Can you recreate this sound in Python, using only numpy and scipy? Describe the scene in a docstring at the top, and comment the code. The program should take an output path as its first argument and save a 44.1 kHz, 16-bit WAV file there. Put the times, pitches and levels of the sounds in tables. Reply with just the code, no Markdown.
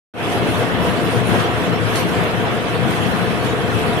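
"""Ship's stern in sea ice

A ship is under way in wind. Its engine rumbles and hums, its machinery roars through the
ringing deck, and fans and turbines whine. Behind it the wake churns and its foam fizzes up
in surges. Now and then a wave slaps the ice or breaks into spray. The sound fades in."""
import sys
import numpy as np
from scipy import signal
from scipy.fft import rfft, irfft
from scipy.io import wavfile
from scipy.ndimage import uniform_filter1d

SR = 44100
rng = np.random.default_rng(int(sys.argv[2]) if len(sys.argv) > 2 else 0)


def generate_wav(signal):
    """Clip the signal to [-1, 1] and save it as 16-bit WAV at the path in sys.argv[1]."""
    frames = np.transpose(np.atleast_2d(signal))
    scaled = np.clip(frames, -1, 1) * 32767
    pcm = np.round(scaled).astype(np.int16)
    wavfile.write(sys.argv[1], SR, pcm)


N = 176400
TIME, HZ = np.arange(N) / SR, np.fft.rfftfreq(N, 1 / SR)


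def gain(db):
    """Turns decibels into a number to multiply a sound by."""
    return 10 ** (np.asarray(db) / 20)


def over_time(points):
    """Joins the points of a time table with straight lines."""
    return np.interp(TIME, *np.transpose(points))


def over_frequency(points):
    """Joins the points of a frequency table, giving each octave equal room."""
    hz, value = np.transpose(points)
    return np.interp(np.log(HZ + 1), np.log(hz + 1), value)


def resonance_db(resonances):
    """How much a set of peaks and dips raises or lowers each frequency."""
    return sum(db / (1 + (2 * (HZ - hz) / width) ** 2) for hz, width, db in resonances)


def lean_db(points):
    """Splits a right-minus-left table evenly between the two sides."""
    return np.array([[-.5], [.5]]) * over_frequency(points)


def shape_tone(noise, db_per_hz):
    """Filters white noise so that each frequency has the given strength."""
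    return irfft(rfft(noise) * gain(db_per_hz) * np.sqrt(SR / 2), N)


def drift(rate_hz):
    """A smooth random wobble, about 1 in size, up to roughly the given rate."""
    keep_slow = np.exp(-(HZ / rate_hz) ** 2) * (HZ > 0)
    wobble = irfft(rfft(rng.standard_normal(N)) * keep_slow, N)
    return wobble / wobble.std()


def patchy_noise(depth_db, bands, frames):
    """Stereo noise in which patches, so many bands wide and frames long, swell and sink at random."""
    grid = signal.stft(rng.standard_normal((2, N)), nperseg=512, noverlap=384)[2]
    patches = uniform_filter1d(rng.standard_normal(grid.shape[1:]), bands, axis=0)
    patches = uniform_filter1d(patches, frames, axis=1)
    level = gain(depth_db * patches / patches.std())
    level /= np.sqrt(np.mean(level ** 2))
    return signal.istft(grid * level, nperseg=512, noverlap=384)[1][..., :N]


# How the rumble throbs (time [s], level [dB])
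RUMBLE_THROB = [(.28, -3.5), (.48, 2), (.68, -2.5), (.79, 1), (1.15, -1), (1.34, 3.5), (1.45, -2),
                (1.6, -0.5), (2.2, -0.9), (2.73, -2.9), (2.85, 4), (2.97, -2.5), (3.06, 3), (3.19, -0.5),
                (3.3, 0.5), (3.5, -0.5), (3.78, -0.5), (4, 0)]
# The rumble's tone, from low to high (frequency [Hz], strength [dB per Hz])
RUMBLE_TONE = [(20, -66), (40, -62), (60, -57), (80, -46), (140, -42.5), (210, -43.5), (250, -42.5),
               (300, -58.5), (400, -55.5), (900, -100)]
# Booming peaks and dips in that tone (frequency [Hz], width [Hz], boost [dB])
RUMBLE_BOOMS = [(79, 6, 3), (93, 12, -2.5), (109, 18, 8), (123, 5, 4), (146, 18, -3), (174, 32, 5.5)]


def engine_rumble(lumpy_db=-0.2, right_db=-29.5):
    """The engine's low, lumpy booming, almost all on the left."""
    level = gain(over_time(RUMBLE_THROB) + lumpy_db * drift(27))
    tone = over_frequency(RUMBLE_TONE) + resonance_db(RUMBLE_BOOMS)
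    return shape_tone(rng.standard_normal((2, N)) * level, tone) * gain([[0], [right_db]])


# The notes in the hum (pitch [times the firing rate], left level [dB], right level [dB])
HUM_NOTES = [(1, -29.5, -57), (3, -45, -41), (4, -42.5, -37.5), (4.1, -38.5, -40.5), (4.55, -42.5, -42.5)]


def engine_hum(firing_hz=108.4, wander_hz=0.687, waver_db=2, ease_db_per_s=1.0):
    """The engine's firing note and its overtones, with other machines droning; all slowly ease off."""
    out = np.zeros((2, N))
    rate_hz = firing_hz + wander_hz * drift(4)
    for multiple, left_db, right_db in HUM_NOTES:
        cycles = np.cumsum(multiple * rate_hz) / SR + rng.random()
        note = np.sqrt(2) * np.sin(2 * np.pi * cycles)
        change_db = waver_db * drift(5.3) - ease_db_per_s * TIME
        out += note * gain([[left_db], [right_db]]) * gain(change_db)
    return out


# How the roar slowly swells (time [s], level [dB])
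ROAR_SWELL = [(.3, -0.4), (.63, 1), (.74, -0.5), (.87, 2.5), (1.06, 0), (1.17, 1.5), (1.27, -3), (1.42, 0),
              (1.65, 0.5), (1.8, -0.7), (2.06, -1), (2.21, 1), (2.35, 0), (2.85, -0.8), (2.97, -2),
              (3.35, -0.7), (3.57, 0.7), (3.75, -0.5), (4, 0)]
# The roar's tone (frequency [Hz], strength [dB per Hz])
ROAR_TONE = [(150, -88), (220, -77), (270, -53.5), (380, -51.5), (480, -49), (570, -56), (700, -54),
             (850, -63), (1100, -62), (1500, -67), (1900, -83.5), (4000, -100)]
# Where the deck rings (frequency [Hz], width [Hz], boost [dB])
DECK_RESONANCES = [(275, 14, 4), (326, 16, 4.5), (441, 22, 2.5), (495, 18, 3.5), (615, 30, 3),
                   (692, 24, 4.5), (805, 30, 2.5), (965, 45, 6), (1125, 50, 3.5)]
# How far the roar leans to the right (frequency [Hz], right minus left [dB])
ROAR_BALANCE = [(200, 2), (330, 4.5), (390, 7.5), (460, -1), (620, 1), (900, 5)]


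def machinery_roar(flutter_db=0.37):
    """Machinery noise makes the deck ring; the same noise reaches both sides."""
    level = gain(over_time(ROAR_SWELL) + flutter_db * drift(50))
    tone = over_frequency(ROAR_TONE) + resonance_db(DECK_RESONANCES) + lean_db(ROAR_BALANCE)
    return shape_tone(rng.standard_normal(N) * level, tone)


# The whining notes (pitch [Hz], pitch wander [Hz], left level [dB], right level [dB])
WHINE_NOTES = [(710.3, .8, -39.5, -35.5), (803.5, .8, -50.5, -52), (1763, 2, -49.5, -47),
               (1836.7, 1.5, -49, -47), (2278, 12, -47.5, -48), (2602, .8, -39, -52),
               (3223.7, 1.5, -49, -56), (3976, 6, -61, -54.5)]


def fan_and_turbine_whines(waver_db=2.1, sway_radians=.15, out_of_step_above_hz=1500):
    """Fans and turbines sing thin, wavering notes; the higher ones reach the two sides out of step."""
    out = np.zeros((2, N))
    for hz, wander_hz, left_db, right_db in WHINE_NOTES:
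        cycles = np.cumsum(hz + wander_hz * drift(16)) / SR
        for side, db in enumerate((left_db, right_db)):
            offset = side * np.pi / 2 * (hz > out_of_step_above_hz)  # a quarter cycle on the right
            level = np.sqrt(2) * gain(db + waver_db * drift(3.8))
            out[side] += level * np.sin(2 * np.pi * cycles + offset + sway_radians * drift(3))
    return out


# How the churning water heaves (time [s], level [dB])
CHURN_HEAVE = [(.3, 0), (.45, 0), (.68, 0.9), (.95, 1.5), (1.05, -0.5), (1.25, 0), (1.38, 4.5), (1.5, 1),
               (1.84, -1), (1.96, 2.5), (2.08, 0.5), (2.24, 2.5), (2.37, -1), (2.47, 2), (2.65, -1.1),
               (3.0, 1.5), (3.37, 0.5), (3.47, 1.5), (3.6, -0.3), (4, 0.5)]
# The water's tone (frequency [Hz], strength [dB per Hz])
CHURN_TONE = [(20, -70), (70, -66), (130, -64), (210, -56.5), (300, -60), (450, -62.5), (700, -58.5),
              (1100, -58.5), (1600, -58), (2200, -62), (2450, -64), (3000, -64), (3500, -66.5), (3660, -73),
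              (4200, -75), (4450, -82.5), (6500, -91.5), (12000, -110)]
# How far it leans to the right (frequency [Hz], right minus left [dB])
CHURN_BALANCE = [(200, -1), (1400, -0.5), (1900, 1.5), (3400, 3), (4200, 2.5)]


def churning_wake(flicker_db=.5):
    """Water churns behind the ship in a broad rush, with its own noise on each side."""
    rush = patchy_noise(depth_db=2, bands=4, frames=12)
    level = gain(over_time(CHURN_HEAVE) + flicker_db * drift(35))
    return shape_tone(rush * level, over_frequency(CHURN_TONE) + lean_db(CHURN_BALANCE))


# How the foam's high fizz surges with the wake (time [s], level [dB])
FOAM_SURGES = [(.22, -3.5), (.32, 4), (.41, -3), (.5, 3.5), (.62, 2), (.72, -4.5), (.87, 2), (1.01, -1.5),
               (1.13, 4.5), (1.23, -4), (1.29, 6), (1.42, 1.5), (1.5, -3.5), (1.62, 1), (1.75, -6),
               (1.93, 3), (1.995, 7), (2.06, -0.5), (2.23, 1), (2.34, -4), (2.84, -2.5), (2.92, 2),
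               (3.12, 0.2), (3.37, -2.5), (3.45, 1.5), (3.55, -2), (3.69, -2), (3.8, 3.5), (3.92, -1.5),
               (4, 0.5)]
# The foam's tone (frequency [Hz], strength [dB per Hz])
FOAM_TONE = [(400, -109), (1500, -70.5), (3300, -68.5), (4500, -75), (5600, -77), (6300, -80),
             (7700, -81.5), (8700, -79), (11300, -79.5), (12400, -81), (13100, -97)]


def fizzing_foam(splashes_per_s=490, splash_db=-12, spread_db=1.5, flicker_db=.5,
                 fizz_above_hz=7800, wash_surge_share=0.56):
    """Bursting bubbles and tiny splashes; the high fizz surges more than the lower wash."""
    size_db = spread_db * np.minimum(rng.exponential(1, (2, N)), 4)
    splashes = rng.standard_normal((2, N)) * gain(size_db)
    splashes *= rng.random((2, N)) < splashes_per_s / SR  # keep only scattered ticks
    bubbles = patchy_noise(depth_db=4.0, bands=3, frames=14)
    foam = bubbles + gain(splash_db) * splashes / splashes.std()
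    foam *= gain(flicker_db * drift(40))
    surge_db = over_time(FOAM_SURGES)
    treble = 1 / (1 + (fizz_above_hz / (HZ + 1)) ** 8)  # 0 for low sounds, 1 for high ones
    fizz = treble * rfft(foam * gain(surge_db))
    wash = (1 - treble) * rfft(foam * gain(wash_surge_share * surge_db))
    return shape_tone(irfft(fizz + wash, N), over_frequency(FOAM_TONE))


# Heavy slaps of water on ice (start [s], length [s], level [dB])
SLAP_HITS = [(.335, 0.061, -6), (0.448, 0.051, -6), (1.321, 0.049, 0.3), (2.835, 0.049, -11)]
# The slaps' tone (frequency [Hz], strength [dB per Hz])
SLAP_TONE = [(50, -74), (130, -57), (300, -45), (550, -47.5), (900, -49), (1300, -68), (3000, -72),
             (8000, -100)]


def wave_slaps():
    """Each wave that hits the ice makes a short, dull burst of noise."""
    level = np.zeros(N)
    for start, length, db in SLAP_HITS:
        progress = np.clip((TIME - start) / length, 0, 1)
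        level += gain(db) * np.sin(np.pi * progress)
    return shape_tone(rng.standard_normal(N) * level, over_frequency(SLAP_TONE))


# Bursts of spray (start [s], fading time [s], level [dB])
SPRAY_BURSTS = [(1.29, .04, -6), (1.39, .035, -1), (1.95, 0.035, 6), (2.9, .06, -4.5), (3.44, 0.037, -3),
                (3.78, 0.037, -8)]
# The spray's tone (frequency [Hz], strength [dB per Hz])
SPRAY_TONE = [(800, -85), (1800, -69.5), (3300, -68.5), (4300, -68), (5500, -74), (7500, -77), (11500, -78),
              (13100, -90)]


def sea_spray(rise_s=0.009, drops_per_s=1400, mist_db=-3):
    """Wave crests break into showers of drops and mist that start quickly and die away."""
    level = np.zeros(N)
    for start, fade_s, db in SPRAY_BURSTS:
        rise = np.clip((TIME - start) / rise_s, 0, 1)
        fall = np.exp(-np.maximum(TIME - start - rise_s, 0) / fade_s)
        level += gain(db) * rise * fall
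    drops = rng.standard_normal((2, N)) * (rng.random((2, N)) < drops_per_s / SR)
    mist = gain(mist_db) * rng.standard_normal((2, N))
    return shape_tone(level * (drops / drops.std() + mist), over_frequency(SPRAY_TONE))


def scene():
    """The ship and the water, heard together."""
    ship = engine_rumble() + engine_hum() + machinery_roar() + fan_and_turbine_whines()
    water = churning_wake() + fizzing_foam() + wave_slaps() + sea_spray()
    return ship + water


# The opening fade (time [s], volume [0 to 1])
FADE_IN = [(.137, 0), (.139, .16), (.17, .33), (.205, .78), (.28, 1)]


def record(dry, ceiling=.8, cutoff_hz=13100):
    """Fades the sound in, gently rounds off its loudest peaks and removes the highest treble."""
    faded = dry * over_time(FADE_IN)
    rounded = faded / (1 + (faded / ceiling) ** 6) ** (1 / 6)
    treble_cut = signal.firwin(511, cutoff_hz, window=("kaiser", 9), fs=SR)
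    return signal.oaconvolve(rounded, treble_cut[None], "same")


dry = scene()
out = record(dry)
generate_wav(out)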